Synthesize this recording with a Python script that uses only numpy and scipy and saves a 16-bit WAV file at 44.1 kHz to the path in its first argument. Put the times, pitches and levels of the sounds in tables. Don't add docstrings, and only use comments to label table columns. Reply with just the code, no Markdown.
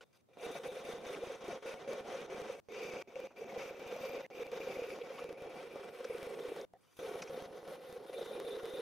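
import sys
import numpy as np
from scipy import signal
from scipy.fft import rfft, irfft, next_fast_len
from scipy.io import wavfile
from scipy.ndimage import uniform_filter1d

SR = 44100
rng = np.random.default_rng(int(sys.argv[2]) if len(sys.argv) > 2 else 0)


def invert_db(level):
    return 10 ** (np.asarray(level, dtype=float) / 20)


def unload_wav(signal):
    wavfile.write(
        sys.argv[1],
        SR,
        np.round(np.clip(np.atleast_2d(signal).T, -1, 1) * 32767).astype(np.int16),
    )


N = 388499
LONG = next_fast_len(5 * N // 4)
BIN_HZ = np.fft.rfftfreq(LONG, 1 / SR) + 1

# pitch_hz, level_db (per Hz)
AIR = [(18, -45), (30, -34), (87, 3), (497, -1.5), (1920, -21.5), (13900, -28.5), (15000, -25)]
AIR_DB = -74

# start_s, length_s, level_db, pitch_hz, width_hz
BINDS = [(.009, 0.032, -60.5, 2060, 3340), (4.243, 0.021, -52, 2010, 300), (5.012, 0.015, -51, 2820, 900),
         (5.185, 0.014, -47, 1080, 120), (5.193, 0.011, -49, 1300, 120), (5.19, 0.016, -64, 6000, 2000),
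         (3.306, 0.015, -57, 594, 700), (5.182, 0.018, -51, 2610, 900), (6.046, 0.009, -58, 5750, 900),
         (6.043, 0.009, -53.5, 3600, 4500), (6.044, 0.0078, -48.5, 1430, 300),
         (6.612, 0.0038, -49.5, 5560, 1500), (7.219, 0.022, -52, 5540, 1300),
         (7.22, 0.011, -47.5, 2420, 600), (7.22, 0.017, -49, 1400, 299.7), (7.221, 0.0069, -49, 3800, 5000),
         (7.225, .006, -56, 3800, 5000), (7.274, .012, -56, 2400, 600), (7.274, 0.021, -62.5, 5700, 1200),
         (6.734, 0.0038, -73, 4000, 7000), (6.739, 0.03, -76, 1840, 250), (.009, 0.023, -76, 5460, 2000)]
BIND_FADE_DB = -5

# start_s, level_db, pitch_hz, t60_s
KNOCKS = [
    (.009, -52, 1450, 0.054),
    (.009, -59, 2970, 0.054),
    (.011, -60, 488, 0.11),
    (.333, -63, 2400, 0.047),
    (.288, -60, 520, 0.091),
    (6.737, -47, 700, 0.042),
    (6.737, -61, 564, 0.041),
    (6.752, -61, 760, .3),
    (6.87, -77, 3000, .4),
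]

# period_s, offset_s
HOP = (.0426626, -.0031318)
BLOCK = (.0120603, -.004479)
STEP = (.00267645, -.00044)

# start_s, bench_level_db, bite_db
TOUCHES = [(0, -84, 16), (.008, -61, -6), (0.041, -89, 21), (0.129, -81, 28.5), (.177, -84, 21),
           (.213, -90, 1), (0.287, -66, -6), (0.334, -67, 6), (2.598, -99, 5), (2.637, -97, 32),
           (3.0252, -70.5, -2), (3.074, -54, -1.5), (3.273, -65.5, 7), (3.325, -62.5, -3),
           (4.2656, -93, -4), (6.651, -92, 12), (6.7354, -65, -17), (6.774, -87, 24), (6.808, -81, 24.5),
           (6.907, -83.5, 31.5), (6.9675, -74, 31.5)]
RESUMES_S = [.3714, 2.6864, 3.1566, 3.361, 4.3022, 6.9904]
# hand_turn_s, sag_at_turn_db, bench_level_db, bite_db
FIRST_STROKES = [(.375, 17.5, -42.5, 3.5), (.52, 6, -43.5, 9.5), (0.611, 12.5, -45, 9), (.7, 3.5, -46, 3.5),
                 (.82, 4.5, -45.5, 6), (0.999, 9, -44, 4.5), (1.2, 5, -45.5, 5), (1.39, 9, -46, 4.5),
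                 (1.612, 10.5, -44, 4), (1.775, 9, -46, 8), (1.85, 8, -42.5, 1.5), (2.028, 7.5, -45, 3),
                 (2.272, 9.5, -44.5, 2.5), (2.46, 1.5, -45.5, 3.5), (2.58, 8, -48, 3), (2.698, 10, -44, 5),
                 (2.88, -0.5, -45, 4), (3.01, 0, -46, 1), (3.13, -6.5, -48, -0.5), (3.37, 6, -46, 3.5),
                 (3.457, 10, -43, 1.5), (3.531, 7, -45, 5), (3.738, 7.5, -46.5, 1.5), (3.85, 0.5, -45, 2.5),
                 (3.98, 1.5, -45.5, 7.5), (4.11, 2.5, -43, 1.5), (4.245, 8, -43, -0.5)]
# hand_turn_s, sag_at_turn_db, bench_level_db, bite_db
SECOND_STROKES = [(4.32, 6.5, -45.5, 3), (4.397, 3.5, -37.5, -3.5), (4.434, 0.5, -48, -2),
                  (4.473, -0.5, -48, -2), (4.517, 3, -44.5, 3.5), (4.75, -2.5, -45.5, 3.5),
                  (4.98, 3, -47, 0.5), (5.16, 0, -47.5, 2), (5.265, 2.5, -45.5, -2.5),
                  (5.359, 7, -46.5, -2.5), (5.48, 2.5, -47, 0), (5.69, 4, -46.5, -1), (5.92, 4, -49, 1.5),
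                  (6.08, -1, -46.5, 1), (6.25, -1, -44.5, -4.5), (6.37, 0.5, -45.5, -4.5),
                  (6.63, 0.5, -46, -4), (6.99, -1.5, -44.5, -0.5), (7.2, 1.5, -46.5, -3),
                  (7.275, 1, -46, -3.5), (7.498, 6, -47, -5), (7.65, 7.5, -45, -1.5),
                  (7.79, 12, -47.5, -3.5), (7.991, 2, -47.5, -9.5), (8.07, 3.5, -49, 1),
                  (8.12, 3, -42.5, -3.5), (8.232, 0, -45.5, -1.5), (8.337, 0, -41, -7.5),
                  (8.59, 2, -44.5, -1.5)]
TURN_S, GLIDE_SHARE = 0.025, 0.43
ARCH_DB = 1
SCRAP_SCATTER_DB, SCATTER_SHARE = 2, 0.4
# level_db (against the bench), sag_share, bite_share, own_scatter_db
PARTS = [
    (-0.5, 0.66, 0.07, 1.5),
    (-9, 0.94, 0.56, 1.4),
    (-18.5, 1.05, 0.83, 0.65),
]

# start_s, bench_deep_db, strip_ring_db, frame_ring_db, blade_sizzle_db,
# top_fizz_db, blade_ring_db, chip_hiss_db
GRIP = [(0, -7.5, 2, 5, 4, 8, 1, 3), (1, -3.5, 0, -0.5, 1, -2, 1, 1.5), (2, -5, -3, -7.5, -3, -8, 0, -4),
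        (2.6, -3, 0.5, -10, -15, -7, 2, 2.5), (2.7, 2, 9.5, -3, -20, -2, 2, -4),
        (3.5, -5, 3, -12, -12, 4, 0, -3), (4.3, -6, 5, -3, -9, 6, -1.5, -5), (5, 1, 2.5, -7, 4, 3, -5, -2),
        (5.4, -2, 3.5, -17, 3.5, -1, -6, -7), (5.8, 1.5, -2, -17, -2.5, -1, -16, -2),
        (6.2, 2, -0.5, -11, 1.5, 5, -12, 4), (6.6, 0.5, -3, -3, 8, 8, -3, 8),
        (7, -2.5, 0, -1, 12, 12, 5, 9), (7.6, -2.5, -8, -11, 15, 11, 5, 5),
        (8.05, -3, -5, -4, 22, 21, 7, 16), (8.19, 4, -7, 6, 14, 11, 3, 9), (8.8, 5.5, -8, 7, 16, 10, -1, 3)]
WOBBLE_DB, RETUNE = 1.8, 0.025

# pitch_hz, width_hz, level_db
BENCH = [(82, 290, -32), (158.3, 48, -17), (227.7, 60, -12.5), (278, 42, -18), (337, 87, -12),
         (523.4, 51, 3), (596, 93, -17.5), (698, 79, -8), (760, 260, -13)]
# pitch_hz, width_hz, level_db
BENCH_DEEP = [(408.7, 97, -0.5), (470.7, 67.4, 2.5)]
# pitch_hz, width_hz, level_db
STRIP = [(1080, 770, 6.5), (1107, 52, 4), (1320, 130, 6.5), (1436, 80, 9.5), (1590, 59, 6),
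         (1940, 580, 1.5), (2946, 320, -1), (3060, 1115, -3.5), (3265, 90, -3), (3470, 64, -7),
         (3746, 86, 0.5), (4530, 1430, -1)]
# pitch_hz, width_hz, level_db
STRIP_RING = [(2220, 420, -3.5), (2384, 270, 8.5), (2614, 54, 8), (2714, 59, 1.5), (2818, 64, 6)]
# pitch_hz, width_hz, level_db
FRAME_RING = [(3600, 120, 0.72), (3690, 476, 0.46)]
# pitch_hz, width_hz, level_db
BLADE = [(4626, 1130, 8), (5280, 2070, -1)]
# pitch_hz, width_hz, level_db
SIZZLE = [(9680, 410, -7), (9840, 1440, -4.5), (10630, 2100, -20), (11640, 1500, -17.5)]
# pitch_hz, width_hz, level_db
FIZZ = [(12100, 1400, -15), (13400, 1900, -11.5), (14400, 1400, -37)]
# pitch_hz, width_hz, level_db
BLADE_RING = [(6020, 420, 4), (6560, 1050, 0)]
# pitch_hz, width_hz, level_db
CHIPS = [(8000, 5000, -5.5), (10900, 3000, -22)]
TOOTH_HZ = 520
RIPPLE_DB = 1.3

# pitch_hz, level_db
SHOP_DB = [(100, -14), (300, -18), (600, -13), (1100, -4.5), (2200, -9), (14000, -17)]
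ECHO_T60_S = 0.045
LEFT_DB = [-1.36, 1.04, 0]
SPREAD_DB = [-24, -19, -8.5]

# start_s, notch_hz, bounce_share
BOUNCE = [(0, 7800, 0.04), (4.6, 8600, 0.25), (5, 8800, 0.37), (5.5, 7800, 0.04), (6, 7300, 0.1),
          (6.3, 7600, 0.16), (7, 8000, 0.3), (7.6, 8000, .45), (8.8, 8000, 0.3)]
# start_s, pitch_hz, depth_share
DEAD = [(0, 7200, 0.6), (4.5, 7200, 0.6), (4.8, 8800, 0.4), (5.1, 8499, .85), (5.6, 7300, .85),
        (6.1, 7100, .7), (6.5, 7170, 0.1)]

# start_s, treble_level_db
JOINTS = [(0.384, -75), (.428, -79), (0.589, -70), (.984, -70), (1.018, -68), (2.009, -71), (2.721, -66),
          (3.444, -72), (4.396, -68), (4.868, -70), (5.893, -72), (6.183, -59), (8.656, -54), (0.681, -65),
          (.72, -69), (1.066, -61), (1.106, -66), (1.322, -62), (1.482, -58), (1.742, -62), (1.934, -55),
          (2.082, -68), (2.347, -63), (2.418, -57), (8.129, -75), (2.514, -64), (2.6, -64.5), (2.938, -61),
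          (3.203, -59), (3.795, -63), (3.865, -67), (3.877, -58.5), (3.925, -60), (3.963, -59),
          (4.133, -72), (4.468, -60), (4.517, -59), (4.567, -69), (4.686, -61), (5.243, -58), (5.292, -65),
          (5.328, -60), (5.422, -61), (5.758, -65), (6.004, -67), (6.049, -73), (6.23, -54.5), (6.269, -64),
          (6.4, -60), (6.437, -62), (6.564, -58), (6.969, -70), (7.297, -62), (7.33, -69), (7.424, -58),
          (7.581, -67), (7.678, -59), (7.927, -57), (8.401, -51), (8.634, -62)]
JOINT_STEP_DB, JOINT_S = 21, 0.00017

# peak_s, peak_db, pitch_hz
DIGS = [(0.451, -38.5, 443), (0.496, -34.5, 443), (0.563, -37, 557), (0.602, -39, 483), (0.661, -35, 525),
        (0.695, -35.5, 490), (0.725, -39, 415), (0.77, -37, 510), (0.893, -32.5, 454), (0.953, -36, 483),
        (1.068, -38, 540), (1.103, -36.5, 525), (1.147, -40.5, 454), (1.223, -37, 450), (1.303, -35.5, 534),
        (1.325, -38.5, 460), (1.488, -33, 400), (1.532, -34.5, 520), (1.656, -34.5, 482), (1.696, -39, 520),
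        (1.727, -39, 560), (1.894, -34, 535), (1.915, -33, 480), (1.934, -31.5, 537), (1.959, -38, 560),
        (1.982, -34.5, 513), (2.153, -34.5, 527), (2.192, -37.5, 500), (2.33, -36.5, 407),
        (2.361, -39.0, 545), (2.401, -34.5, 490), (2.5, -33.5, 530), (2.751, -39.5, 420),
        (2.774, -37.5, 497), (2.815, -38, 440), (2.835, -36, 490), (2.919, -36, 475), (2.941, -38, 566),
        (2.967, -34, 480), (3.168, -34, 521), (3.197, -35.5, 513), (3.249, -34, 510), (3.422, -34.5, 458),
        (3.571, -34, 496), (3.598, -34.5, 477), (3.617, -37.5, 520), (3.682, -39, 503), (3.712, -36.5, 506),
        (3.821, -34.5, 494), (3.878, -38, 474), (3.928, -32.5, 494), (3.966, -36.5, 560), (4.039, -33, 540),
        (4.057, -35.5, 513), (4.105, -34, 505), (4.15, -34, 505), (4.17, -34, 507), (4.211, -33, 524.4),
        (4.408, -34.5, 490), (4.428, -36, 475)]
# peak_s, peak_db, pitch_hz
LATE_DIGS = [(4.536, -32.5, 484.7), (4.576, -37.5, 460), (4.605, -34.5, 465), (4.633, -36.5, 480),
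             (4.653, -41, 503), (4.677, -33, 500), (4.705, -34, 520), (4.769, -36, 513), (4.794, -32, 492),
             (4.823, -35.5, 483), (4.844, -35, 490), (4.886, -37, 453), (4.922, -34, 510),
             (5.017, -32, 474), (5.046, -40.5, 530), (5.109, -39.5, 416), (5.189, -44, 507),
             (5.225, -37, 500), (5.44, -37.5, 507), (5.761, -35.5, 540.2), (6.056, -33, 506),
             (6.107, -30, 483), (6.151, -34, 447), (6.232, -42, 479), (6.278, -34.5, 460),
             (6.308, -37, 535), (6.382, -36, 500), (6.407, -35.5, 428), (6.453, -32, 496),
             (6.521, -29.5, 493), (6.574, -36.5, 465), (6.617, -40, 444), (7.002, -38, 513),
             (7.029, -36.5, 466), (7.053, -33, 460), (7.092, -35.5, 434), (7.117, -37, 402),
             (7.155, -34, 496), (7.322, -39, 474), (7.347, -36, 510), (7.378, -34, 450),
             (7.725, -41.5, 583), (7.968, -35.5, 490), (8.143, -40, 544), (8.167, -36, 453),
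             (8.186, -33, 540), (8.215, -31, 454), (8.315, -33.5, 501), (8.366, -37.5, 508),
             (8.397, -32.5, 444), (8.443, -38.5, 470), (8.47, -34, 456), (8.503, -41, 467),
             (8.529, -33, 457), (8.553, -37, 453), (8.574, -32, 470), (8.644, -33, 470),
             (8.726, -36.5, 480), (8.749, -33.5, 517), (8.8, -34, 456)]
# peak_s, peak_db, pitch_hz
LIGHT_DIGS = [(.975, -44, 480), (1.236, -34, 500), (1.632, -41.5, 500), (4.375, -40, 393),
              (5.109, -41, 520), (5.25, -37, 480), (5.31, -38, 500), (5.424, -39, 506), (5.475, -39, 486),
              (6.008, -37.5, 500), (6.122, -39, 476), (7.305, -38, 520), (7.391, -38, 500),
              (7.461, -40, 500), (8.1, -38.5, 479.7)]
DIG_S, DIG_DUCK, DIG_RING_DB, DIG_ROUGH_DB = 0.0048, 0.72, -2, -12.5
BENCH_CAP_DB = 4
BENCH_TOP_HZ = 2680


def unit(x):
    return x / np.sqrt(np.mean(x ** 2))


def walk(rate):
    hold = int(SR / rate)
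    held = np.repeat(rng.standard_normal(LONG // hold + 1), hold)
    return 1.2 * uniform_filter1d(held, hold)[:LONG]


def curve(hz, table):
    point_hz, db = np.transpose(table)
    return invert_db(np.interp(np.log(hz), np.log(point_hz), db))


def splices():
    def snap(s, grid):
        period, offset = grid
        return np.round((s - offset) / period) * period + offset

    hops = HOP[1] + HOP[0] * np.arange(1, N / SR / HOP[0])
    regular = snap(snap(hops, BLOCK), STEP)
    edges = np.concatenate([np.array(TOUCHES)[:, 0], RESUMES_S, np.array(JOINTS)[:, 0]])
    clear = np.abs(regular[:, None] - edges).min(axis=1) > HOP[0] / 2
    return np.sort(np.append(edges, regular[clear]))


def scrap_at(starts, samples):
    return np.maximum(np.searchsorted(starts * SR, samples, side="right") - 1, 0)


def air():
    colour = curve(np.fft.rfftfreq(N, 1 / SR) + 1, AIR)
    mid, side = (irfft(rfft(rng.standard_normal(N)) * colour, N) for _ in range(2))
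    return AIR_GAIN * unit(np.array([mid, mid]) + 1.27 * side * np.array([[1], [-1]]))


AIR_GAIN = invert_db(AIR_DB)


def binds():
    out = np.zeros(N)
    for s, length, db, hz, width in BINDS:
        t = np.arange(int(length * SR)) / SR
        band = signal.butter(2, [hz - width / 2, hz + width / 2], "band", fs=SR, output="sos")
        squeal = unit(signal.sosfilt(band, rng.standard_normal(4096)))[-len(t):]
        shape = np.minimum(t * 2000, 1) * invert_db(BIND_FADE_DB * t / length)
        out[int(s * SR):][:len(t)] += invert_db(db) * squeal * shape
    return out


def knocks():
    out, starts = np.zeros(N), splices()
    for s, db, hz, t60 in KNOCKS:
        stop = starts[starts > s + .01][0]
        t = np.arange(int((stop - s) * SR)) / SR
        ring = np.sin(2 * np.pi * hz * t + 0.37) * 1000. ** (-t / t60)
        out[int(s * SR):][:len(t)] += invert_db(db) * ring
    return out


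def effort(starts):
    strokes, touches = np.array(FIRST_STROKES + SECOND_STROKES), np.array(TOUCHES)
    middle = (starts + np.append(starts[1:], N / SR)) / 2

    now = np.arange(0, N, 64) / SR
    centre = middle[np.maximum(np.searchsorted(starts, now, side="right") - 1, 0)]
    moment = centre + GLIDE_SHARE * (now - centre)
    sag = np.exp(-.5 * ((moment[:, None] - strokes[:, 0]) / TURN_S) ** 2) @ strokes[:, 1]
    along = np.interp(moment, strokes[:, 0], np.arange(len(strokes))) % 1
    sag = np.repeat(sag + ARCH_DB * (2 * along - 1) ** 2, 64)[:N]

    def last(times):
        return np.maximum(np.searchsorted(times, middle) - 1, 0)

    touch = touches[last(touches[:, 0])]
    resumed = np.append(-1, RESUMES_S)
    idle = touch[:, 0] > resumed[last(resumed)]
    level, bite = np.where(idle, touch[:, 1:].T, strokes[last(strokes[:, 0]), 2:].T)

    chance = rng.standard_normal((len(PARTS) + 1, len(starts))) * ~idle * SCATTER_SHARE
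    scrap = scrap_at(starts, np.arange(N))
    levels = []
    for (db, of_sag, of_bite, own_db), own in zip(PARTS, chance[1:]):
        held = level + db + of_bite * bite + SCRAP_SCATTER_DB * chance[0] + own_db * own
        levels.append(held[scrap] - of_sag * sag * ~idle[scrap])
    return levels


def teeth(wander, scatter_db, grit_db, patchy_db):
    phase = np.cumsum(TOOTH_HZ * np.exp(0.32 * walk(25) + wander * walk(700))) / SR
    size = invert_db(scatter_db * rng.exponential(size=LONG)) * rng.choice([1., -.4], LONG)
    catches = np.diff(np.floor(phase), prepend=0) * size
    grit = rng.standard_normal(LONG) * invert_db(1.08 * walk(900))
    return rfft((unit(catches) + invert_db(grit_db) * unit(grit)) * invert_db(patchy_db * walk(70)))


def body(modes):
    f = BIN_HZ[::8]
    power, swing = 0, 0
    for k, (hz, width, db) in enumerate(modes):
        ring = invert_db(db) * (1j * f * width / (hz ** 2 - f ** 2 + 1j * f * width)) ** 2
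        power = power + np.abs(ring) ** 2
        swing = swing + (-1) ** k * ring
    return np.repeat(np.sqrt(power) * swing / np.abs(swing), 8)[:len(BIN_HZ)]


def ripple(modes):
    rough = np.clip(walk(55)[:len(BIN_HZ)], -1.6, 1.6)
    return invert_db(RIPPLE_DB * rough * (modes[0][0] > 1000) * (1 + BIN_HZ / 12000))


def shop():
    t = np.arange(SR // 4) / SR
    spray = rng.standard_normal(len(t)) + 0.64 * rng.standard_normal((2, len(t)))
    echo = spray * 1000. ** (-t / ECHO_T60_S) * (t > .002)
    echo = echo / np.sqrt(np.sum(echo ** 2) / 2)
    return curve(BIN_HZ, SHOP_DB) * rfft(echo, LONG) * np.array([[1.2], [-.8]])


def saw():
    echo = shop()
    heavy = teeth(wander=.4, scatter_db=2.0, grit_db=2.5, patchy_db=2.5)
    fine = teeth(wander=.4, scatter_db=-0.5, grit_db=11.0, patchy_db=3.0)
    groups = [(heavy, [BENCH, BENCH_DEEP]),
              (0.56 * heavy + fine, [STRIP, STRIP_RING, FRAME_RING]),
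              (fine, [BLADE, SIZZLE, FIZZ, BLADE_RING, CHIPS])]
    for (force, sets), left_db in zip(groups, LEFT_DB):
        heard = force * (1 + echo) * invert_db([[left_db / 2], [-left_db / 2]])
        rings = [irfft(heard * body(modes) * ripple(modes), LONG) for modes in sets]
        yield np.array([np.roll(ring, k * SR // 20, axis=1) for k, ring in enumerate(rings)])


def retuned(ring, read, since_splice, scrap):
    shift = RETUNE * rng.standard_normal(scrap.max() + 1)[scrap]
    slid = np.clip(read + since_splice * shift, 0, LONG - 2)
    whole = slid.astype(int)
    return ring[:, whole] + (slid - whole) * (ring[:, whole + 1] - ring[:, whole])


def bounced(x):
    now = np.arange(N)
    s, notch_hz, share = np.transpose(BOUNCE)
    place = now - SR / np.interp(now / SR, s, notch_hz)
    late = np.array([np.interp(place, now, side) for side in x])
    return x - np.interp(now / SR, s, share) * late


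def deadened(x):
    now = np.arange(N) / SR
    s, hz, depth = np.transpose(DEAD)
    turn = np.exp(2j * np.pi * np.cumsum(np.interp(now, s, hz)) / SR)

    def near(v):
        return uniform_filter1d(uniform_filter1d(v, size=60), size=60)

    band = near(x * turn.real) * turn.real + near(x * turn.imag) * turn.imag
    return x - 2 * np.interp(now, s, depth) * band


def steady(x, db):
    swing = np.sqrt(uniform_filter1d(np.mean(x ** 2, axis=0), size=300) + 1e-18)
    return x / (1 + (swing / invert_db(db + BENCH_CAP_DB)) ** 4) ** .25


def joints():
    out, t = np.zeros(N), np.arange(200) / SR
    for (s, db), sign in zip(JOINTS, rng.choice([-1, 1], len(JOINTS))):
        out[int(s * SR):][:len(t)] += sign * invert_db(db + JOINT_STEP_DB) * np.exp(-t / JOINT_S)
    return out


def digs():
    out, t = np.zeros((3, N + 2000)), np.arange(-1000, 1000) / SR
    starts = np.append(splices(), N)
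    for s, db, hz in DIGS + LATE_DIGS + LIGHT_DIGS:
        turn, stretch = rng.random(2)
        k = np.searchsorted(starts, s)
        inside = 1. * (s + t >= starts[k - 1]) * (s + t < starts[k])
        swell = np.exp(-.5 * (t / DIG_S / (0.69 + .5 * stretch)) ** 2) * uniform_filter1d(inside, size=30)
        strength = invert_db(db) * swell
        ring = strength * np.sin(2 * np.pi * (hz * t + turn))
        out[:, int(s * SR) - 1000:][:, :len(t)] += [ring, strength, swell]
    return out[0, :N], out[1, :N], np.minimum(out[2, :N], 1)


def scene():
    starts, grip, now = splices(), np.array(GRIP), np.arange(N)
    scrap = scrap_at(starts, now)
    read = now + rng.integers(0, LONG - N, len(starts))[scrap]

    wobble = WOBBLE_DB * rng.standard_normal((len(grip[0]) - 1, len(starts)))
    wobble[3:] *= .5
    gains = [invert_db(np.interp(now / SR, grip[:, 0], db) + w[scrap]) for db, w in zip(grip[:, 1:].T, wobble)]
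    deep, ring, frame, sizzle, fizz, taut, chips = gains

    bench, strip, blade = saw()
    shifted = retuned(strip[1], read, now - starts[scrap] * SR, scrap)
    bench, strip, blade = (parts[:, :, read] for parts in (bench, strip, blade))
    bench = bench[0] + deep * bench[1]
    strip = strip[0] + ring * shifted + frame * strip[2]
    blade = blade[0] + sizzle * blade[1] + fizz * blade[2] + taut * blade[3] + chips * blade[4]
    blade = deadened(bounced(blade))

    levels, out = effort(starts), []
    for x, db, spread_db in zip((bench, strip, blade), levels, SPREAD_DB):
        power = np.bincount(scrap, np.mean(x ** 2, axis=0)) / np.maximum(np.bincount(scrap), 1)
        x = x / np.sqrt(power)[scrap]
        spread = invert_db(spread_db) * np.roll(x[0], SR // 3) * np.array([[1], [-1]])
        out.append(invert_db(db) * (x + spread))
    bench, strip, blade = out

    dig, strength, taken = digs()
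    bench = steady(bench, levels[0]) * (1 - DIG_DUCK * taken + strength * invert_db(DIG_ROUGH_DB - levels[0]))
    dull = signal.butter(1, BENCH_TOP_HZ, fs=SR, output="sos")
    bench = signal.sosfiltfilt(dull, bench + invert_db(DIG_RING_DB) * dig)
    return bench + joints() + strip + blade + binds() + knocks() + air()


def band_limit(x):
    return signal.sosfilt(signal.butter(12, 16030, fs=SR, output="sos"), x)


def record(dry):
    trimmed = signal.sosfilt(signal.ellip(8, .2, 50, 15650, fs=SR, output="sos"), dry)
    return band_limit(trimmed)


dry = scene()
out = record(dry)
unload_wav(out)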